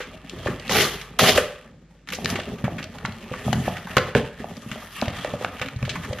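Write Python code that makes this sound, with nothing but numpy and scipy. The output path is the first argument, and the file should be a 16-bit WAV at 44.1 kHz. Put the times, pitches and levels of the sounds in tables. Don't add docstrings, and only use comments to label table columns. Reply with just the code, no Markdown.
import sys
import numpy as np
from scipy import signal
from scipy.fft import rfft, irfft, next_fast_len
from scipy.io import wavfile
from scipy.ndimage import uniform_filter1d

SR = 44100
rng = np.random.default_rng(int(sys.argv[2]) if len(sys.argv) > 2 else 0)


def persist_wave(psi):
    counts = np.round(np.clip(psi, -1, 1) * 32767).astype(np.int16)
    wavfile.write(sys.argv[1], SR, np.atleast_2d(counts).T)


N = 273420

# start in seconds, swell in seconds, hold in seconds, rustle level in dB.
TAPE_PULLS = [(0.696, 0.077, 0.064, -21.5), (1.188, 0.0027, 0.11, -23), (1.349, 0.012, 0.011, -29.5)]
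PULL_SWELL_DB, PULL_RELEASE_DB_PER_S = 10, 248
PULL_BOOM_DB, PULL_PANEL_DB, PULL_SIZZLE_DB = 1, 5, 1.5
PULL_BOOM_SAG_DB_PER_S, PULL_PANEL_SAG_DB_PER_S = 75.5, 59.5

# time
# in seconds, rustle level in dB, weight of the grip as boom over rustle in dB, # crispness as sizzle over
# rustle in dB.
HAND_MOVES = [
    [(0.0, -47, 6, -5), (0.22, -52, 1.5, -27), (0.34, -47, 3.5, -22), (0.83, -38, 4.5, -7),
     (1.02, -44.5, -6, -6), (1.23, -52.5, 16, -30), (1.36, -26, -33, -24), (1.61, -55.5, 1.5, -33),
     (1.78, -77, 23.5, -16.5), (2.06, -69.5, 9, -18)],
    [(2.08, -48, 11.5, -5), (2.12, -56, 16.5, 4), (2.25, -45.5, 10, -6), (2.3, -33, 3, 1),
     (2.44, -49, 2, -28), (2.55, -51, 12.5, -5.5), (3.34, -49, 7, -16), (3.47, -41.5, 2.5, -2.5),
     (4.09, -44.5, 0.5, -10.5), (4.14, -58.5, -2, -19)],
    [(4.16, -34.5, 7.5, -20), (4.27, -53.5, -4, -39), (4.48, -50.5, 11.5, -2.5), (4.77, -45.5, 0.5, -3),
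     (4.94, -44.5, -10, -2.5), (5.19, -40.5, -1.5, -22), (5.68, -47, 7.5, -7.5), (5.79, -44.5, 0.5, -12),
     (6.2, -47.5, 7, -4)],
]
PANEL_DB, PANEL_WEIGHT_SHARE = -3.5, 0.75
FUMBLE_DB, FUMBLES_PER_S = 2.5, 6.3
HURRY_REFERENCE_DB = -48

# start in seconds, level before the band filter in dB, pitch in Hz, crumble (to 1/e) in ms.
SNAP_EVENTS = [(0.001, -29, 1910, 36), (0.296, -29, 3300, 2.1), (0.469, -18.5, 1370, 8.3),
               (0.597, -27.5, 2300, 3), (0.679, -30, 2690, 2.8), (0.6945, -14, 2050, 2.2),
               (0.7112, -13, 1400, 4.1), (1.0127, -32.5, 2840, 7.1), (1.1918, -5, 1520, 4.2),
               (1.2203, -16.5, 2400, 1.3), (1.2371, -11, 1450, 7.2), (1.282, -33, 2840, 3.2),
               (1.351, -28, 2900, 3.4), (1.3752, -7, 1730, 8.7), (2.0732, -33.5, 1850, 5.4),
               (2.087, -26.5, 2230, 6), (2.102, -30.5, 2560, 6), (2.1211, -24.5, 1960, 16),
               (2.1336, -23.5, 2700, 6.4), (2.146, -33.5, 4200, 13), (2.2452, -21.5, 3600, 3),
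               (2.258, -9, 2380, 1.1), (2.301, -25, 3600, 4), (2.356, -20.5, 1770, 10.5),
               (2.398, -25, 2130, 7.8), (2.434, -32, 2200, 3.3), (2.583, -36, 1780, 8.2),
               (2.6407, -25, 1550, 19), (2.781, -28, 1730, 22), (2.827, -29.5, 2510, 5.9),
               (2.841, -23.5, 2600, 2.5), (2.985, -28.5, 1860, 2.6), (3.05, -15.5, 1310, 5),
               (3.058, -25.5, 3000, 2.9), (3.122, -30.5, 2650, 1.5), (3.3358, -24.5, 1230, 8.2),
               (3.5287, -14.5, 2200, 4), (3.768, -28.5, 1960, 6.2), (3.779, -39, 2840, 8.4),
               (3.8707, -25.5, 1210, 6.5), (3.913, -31, 1840, 3.6), (3.9674, -1.5, 1550, 5.5),
               (3.981, -14, 2590, 4), (4.15, -4, 1460, 2.1), (4.568, -39.5, 3350, 4),
               (4.714, -25, 1900, 8.2), (5.0145, -19, 2820, 1.6), (5.025, -19.5, 1100, 4.2),
               (5.056, -26.5, 1970, 5.7), (5.081, -23.5, 2190, 4.4), (5.103, -30, 2300, 1.7),
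               (5.2461, -21, 2360, 1.6), (5.447, -11.5, 1790, 1.26), (5.583, -35, 1490, 8.7),
               (5.596, -28, 2120, 3.6), (5.614, -18, 1870, 10.7), (5.628, -14.5, 1220, 0.91),
               (5.66, -28, 2180, 4.2), (5.685, -21, 1880, 2.7), (5.7625, -37, 2600, 2),
               (5.827, -23, 1950, 2.4), (5.85, -30, 2200, 14), (5.8921, -24, 2780, 14.4),
               (5.955, -21.5, 1450, 8.6), (6.032, -29.5, 1590, 16), (6.048, -26, 1560, 5.9),
               (6.131, -27, 2380, 3.8), (6.185, -26, 1620, 8.5)]
GRAIN_SPREAD_DB, GRAIN_SAMPLES = 2, 5
SNAP_RISE = 0.14

# start in seconds, peak level in dB, pitch in Hz.
PANEL_KNOCKS = [(0.004, -24, 474), (0.334, -28, 352), (0.461, -14, 567), (0.485, -17, 375),
                (0.696, -19.5, 470), (1.197, -20, 477), (1.219, -16, 530), (1.239, -12, 535),
                (1.278, -33.5, 453), (1.381, -6, 562), (2.133, -28.5, 495), (2.187, -23, 674),
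                (2.244, -24, 454), (2.355, -23, 367), (2.39, -20.5, 620), (2.641, -22, 580),
                (2.68, -15, 676), (3.05, -39, 885), (3.315, -23, 504), (3.481, -15.5, 670),
                (3.529, -11.5, 720), (3.68, -10, 673), (3.968, -7.5, 440), (3.982, -10.5, 554),
                (4.152, -8, 454), (4.159, -6, 473), (4.2, -20, 494), (4.402, -30.5, 417),
                (4.443, -19.5, 656), (4.759, -27, 650), (5.023, -12, 638), (5.08, -19.5, 630),
                (5.248, -15.5, 600), (5.338, -18, 590), (5.412, -22, 500), (5.446, -17.5, 695),
                (5.615, -22, 518), (5.83, -26.5, 555), (5.879, -23.5, 600), (6.11, -24.5, 550),
                (6.128, -21.5, 560)]
# start in seconds, peak level in dB, pitch in Hz.
WALL_THUMPS = [(0.46, -22.5, 100), (0.5, -18, 161), (1.229, -9.5, 164), (1.352, -23, 79), (2.186, -27, 199),
               (2.243, -23, 160), (2.325, -17.5, 200), (2.64, -11.5, 164), (2.76, -24.5, 171),
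               (3.045, -24.5, 154), (3.312, -25, 158), (3.465, -15.5, 146), (3.53, -15, 160),
               (3.49, -14, 162), (3.555, -14, 159), (3.578, -17.5, 155), (3.6, -18.5, 149),
               (3.675, -15.5, 168), (3.968, -10, 162), (4.152, -9, 156), (4.4, -27, 232), (4.662, -26, 184),
               (4.714, -25.5, 153), (5.025, -17.5, 225), (5.075, -20, 93), (5.335, -21.5, 161),
               (5.61, -30.5, 100), (5.76, -20.5, 98), (5.826, -15, 125), (6.1, -22, 98)]
KNOCK_CYCLES, THUMP_CYCLES = 1.7, 0.6

# frequency in Hz, width in Hz, relative level in dB.
TAPE_MODES = [(1190, 340, -2.5), (1850, 660, 0.5), (3060, 1700, -2), (4260, 4800, -12)]
# frequency in Hz, width in Hz, relative level in dB.
FOLD_MODES = [(1010, 450, -9), (1232, 110, -1), (1810, 313, -4), (2640, 462, -7), (3230, 475, -9.5),
              (4060, 870, -25.5)]
# frequency in Hz, width in Hz, relative level in dB.
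FILM_MODES = [(4500, 5950, 18.5), (6730, 2220, 21.5), (11000, 1800, 17)]
# frequency in Hz, width in Hz, relative level in dB.
PANEL_MODES = [(331, 65, -2), (433, 47, 3), (542, 98, 1.5), (630, 84, 2), (783, 110, -3.5)]
# frequency in Hz, width in Hz, relative level in dB.
HOLLOW_MODES = [(510.7, 6.1, -1.5), (543, 15, 3.5), (593, 7.7, 5)]
# frequency in Hz, width in Hz, relative level in dB.
BOX_MODES = [(57.7, 51, -8), (94.1, 5.4, 1), (119.4, 22, -11.5), (169.6, 12, 4), (218, 32.2, -3.5),
             (283.3, 31.7, -7)]

ROOM_T60_S, ROOM_DB, ROOM_GAP_S = 0.45, -12, 0.0016
# frequency in Hz, relative density in dB per Hz.
MURMUR_OUTLINE = [(15, -45.5), (25, -38), (168, 2), (199, -23.5), (225, -12), (308, -12.5), (699, -36.5),
                  (1550, -26), (8000, -43.5), (10400, -86), (17600, -120)]
MURMUR_DB = -54
# time in seconds, rms level in dB before its waver.
HUM_LEVELS = [(0.0, -51), (1.214, -46), (1.499, -56.5)]
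HUM_HZ, HUM_WAVER_DB = 51, 1.5
# frequency in Hz, gain of the side signal in dB.
SIDE_OUTLINE = [(100, -41.5), (300, -19.5), (1500, -18.5), (3000, -11.5), (6000, 1), (9000, 5.5),
                (15000, 4.5)]
OVERLOAD, CUTOFF_HZ = 1.05, 16200


def parcel():
    grip, pull = hands(), pulls()
    boom, drumming, rustle, sizzle = np.hypot(grip, pull)
    hurry = np.clip(rustle / from_db(HURRY_REFERENCE_DB), 0.5, 9)
    coarse = slips(per_s=300 * hurry, spread_db=6.0, clump_db=5.5)
    fine = slips(per_s=1100 * hurry, spread_db=-5.0, clump_db=5.0)
    rub = rubbing()
    crack, grit = snaps()
    strip = tape(pull[2], coarse, fine, rub)
    crackle = folds(grip[2], hurry, fine, rub)
    film_force = sizzle * (0.27 * fine + 0.35 * rub) + 0.19 * sizzle / rustle * grit
    film = body(film_force, FILM_MODES, wander_db=1.5)
    return strip + crackle + crack + film + panels(drumming, coarse, rub) + box(boom, coarse, rub)


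def tape(pull_gain, coarse, fine, rub):
    force = pull_gain * (0.67 * coarse + 0.75 * fine + 0.47 * rub)
    return body(force, TAPE_MODES, wander_db=2.0)


def pulls():
    t, gains = np.arange(N) / SR, 0
    for start_s, swell_s, hold_s, level_db in TAPE_PULLS:
        since = np.maximum(t - start_s, 0)
        release_db = PULL_RELEASE_DB_PER_S * np.maximum(since - swell_s - hold_s, 0)
        swell_db = PULL_SWELL_DB * np.maximum(1 - since / swell_s, 0)
        rustle_db = level_db - release_db - swell_db
        boom_db = rustle_db + PULL_BOOM_DB - PULL_BOOM_SAG_DB_PER_S * since
        panel_db = rustle_db + PULL_PANEL_DB - PULL_PANEL_SAG_DB_PER_S * since
        sizzle_db = rustle_db + PULL_SIZZLE_DB
        gains = gains + (t >= start_s) * from_db([boom_db, panel_db, rustle_db, sizzle_db])
    return gains


def slips(per_s, spread_db, clump_db):
    chance = per_s * from_db(clump_db * drift(30)) / SR
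    born = rng.random(N) < chance
    size_db = spread_db * np.minimum(rng.exponential(1, N), 4)
    clicks = born * from_db(size_db) * rng.choice([-1, 1], N)
    return rms_one(clicks / np.sqrt(per_s))


def snaps():
    crack, grit = np.zeros(N + SR), np.zeros(N + SR)
    t = np.arange(SR // 8) / SR
    for start_s, level_db, hz, crumble_ms in SNAP_EVENTS:
        crumble_s = crumble_ms / 1000
        noise, lumps = rng.standard_normal((2, len(t)))
        unevenness = rms_one(uniform_filter1d(lumps, size=GRAIN_SAMPLES))
        grains = rms_one(noise * from_db(GRAIN_SPREAD_DB * unevenness))
        envelope = np.exp(-t / crumble_s) * np.minimum(t / (SNAP_RISE * crumble_s), 1)
        burst = from_db(level_db) * grains * envelope
        band = signal.butter(2, [hz / 1.6, hz * 1.55], "band", fs=SR, output="sos")
        first = int(start_s * SR)
        at = slice(first, first + len(t))
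        crack[at] += 2.88 * signal.sosfilt(band, burst)
        grit[at] += burst * (hz / 3000) ** 0.46
    return crack[:N], grit[:N]


def hands():
    times, *columns = np.vstack(HAND_MOVES).T
    t = np.arange(N) / SR
    rustle_db, weight_db, crisp_db = [np.interp(t, times, column) for column in columns]
    rustle_db = rustle_db + FUMBLE_DB * drift(FUMBLES_PER_S)
    drumming_db = PANEL_DB + PANEL_WEIGHT_SHARE * weight_db
    return from_db(rustle_db + [weight_db, drumming_db, np.zeros(N), crisp_db])


def rubbing():
    return rms_one(rng.standard_normal(N) * from_db(2.0 * drift(55)))


def folds(grip_gain, hurry, fine, rub):
    crinkles = np.array([slips(per_s=500 * hurry, spread_db=4.5, clump_db=5.0) for fold in FOLD_MODES])
    return body(grip_gain * (0.75 * crinkles + 0.4 * fine + 0.3 * rub), FOLD_MODES, wander_db=2.5)


def panels(drumming, coarse, rub):
    knock = blows(PANEL_KNOCKS, KNOCK_CYCLES)
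    force = drumming * (0.57 * coarse + 0.5 * rub) + 0.049 * knock
    ringing = body(force, PANEL_MODES, wander_db=3.5)
    hollow = 0.028 * body(knock, HOLLOW_MODES, wander_db=5.0)
    return ringing + knock + hollow


def box(boom, coarse, rub):
    thump = blows(WALL_THUMPS, THUMP_CYCLES)
    force = boom * (coarse + 0.36 * rub) + 0.062 * thump
    return body(force, BOX_MODES, wander_db=3.0) + thump


def blows(table, cycles):
    out, t = np.zeros(N + SR), np.arange(SR // 12) / SR
    for start_s, level_db, hz in table:
        envelope = np.exp(-t * hz / cycles) * np.minimum(t * hz * 2.2, 1)
        swing = np.sin(2 * np.pi * hz * t) * envelope
        first = int(start_s * SR)
        out[first:first + len(t)] += from_db(level_db) * swing / np.abs(swing).max()
    return out[:N]


def body(force, modes, wander_db):
    pulse = np.zeros(N)
    pulse[0] = 1
    out, forces = 0, np.broadcast_to(force, (len(modes), N))
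    for k, (hz, width_hz, level_db) in enumerate(modes):
        r = np.exp(-np.pi * width_hz / SR)
        a = [1, -2 * r * np.cos(2 * np.pi * hz / SR), r * r]
        b = (1 - r * r) / 2 * np.array([1, 0, -1]) * from_db(level_db) * (-1) ** k
        driven = forces[k] * from_db(wander_db * drift(7.3))
        out = out + signal.lfilter(b, a, np.array([driven, pulse]) + 1e-18)
    response, impulse_response = out
    return response / np.sqrt(np.sum(impulse_response ** 2))


def echo(t60_s, gap_s):
    t = np.arange(SR) / SR
    dulled = signal.lfilter([1], [1, -0.55], rng.standard_normal(SR))
    shower = dulled * from_db(-60 * t / t60_s) * (t > gap_s)
    return shower / np.sqrt(np.sum(shower ** 2))


def murmur():
    return from_db(MURMUR_DB) * rms_one(coloured(rng.standard_normal(N), MURMUR_OUTLINE))


def hum():
    times, level_db = np.transpose(HUM_LEVELS)
    t = np.arange(N) / SR
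    wavering_db = np.interp(t, times, level_db) + HUM_WAVER_DB * drift(2.4)
    return np.sqrt(2) * np.sin(2 * np.pi * HUM_HZ * t) * from_db(wavering_db)


def from_db(db):
    return 10 ** (np.asarray(db) / 20)


def rms_one(x):
    return x / np.sqrt(np.mean(x ** 2) + 1e-20)


def coloured(x, points):
    size = next_fast_len(len(x) + SR // 4)
    hz, level_db = np.transpose(points)
    log_hz = np.log(np.fft.rfftfreq(size, 1 / SR) + 1)
    outline_db = np.interp(log_hz, np.log(hz), level_db)
    return irfft(rfft(x, size) * from_db(outline_db), size)[:len(x)]


def drift(rate):
    r = np.exp(-2 * np.pi * rate / SR)
    slow = signal.lfilter([1], [1, -2 * r, r * r], rng.standard_normal(N + SR))
    return rms_one(slow[SR:])


def scene():
    direct = parcel()
    background = murmur() + hum()
    tails = [from_db(ROOM_DB) * signal.fftconvolve(direct, echo(ROOM_T60_S, ROOM_GAP_S))[:N]
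             for part in ("mid", "side")]
    mid = direct + tails[0] + background
    polarity = np.tanh(3.6 * drift(320))
    side = coloured((direct + background) * polarity + tails[1], SIDE_OUTLINE)
    return np.array([mid + side, mid - side])


def record(dry):
    cleared = signal.sosfilt(signal.butter(2, 40, "high", fs=SR, output="sos"), dry)
    rounded = OVERLOAD * np.tanh(cleared / OVERLOAD)
    return signal.sosfilt(signal.cheby2(14, 80, CUTOFF_HZ, fs=SR, output="sos"), rounded)


dry = scene()
out = record(dry)
persist_wave(out)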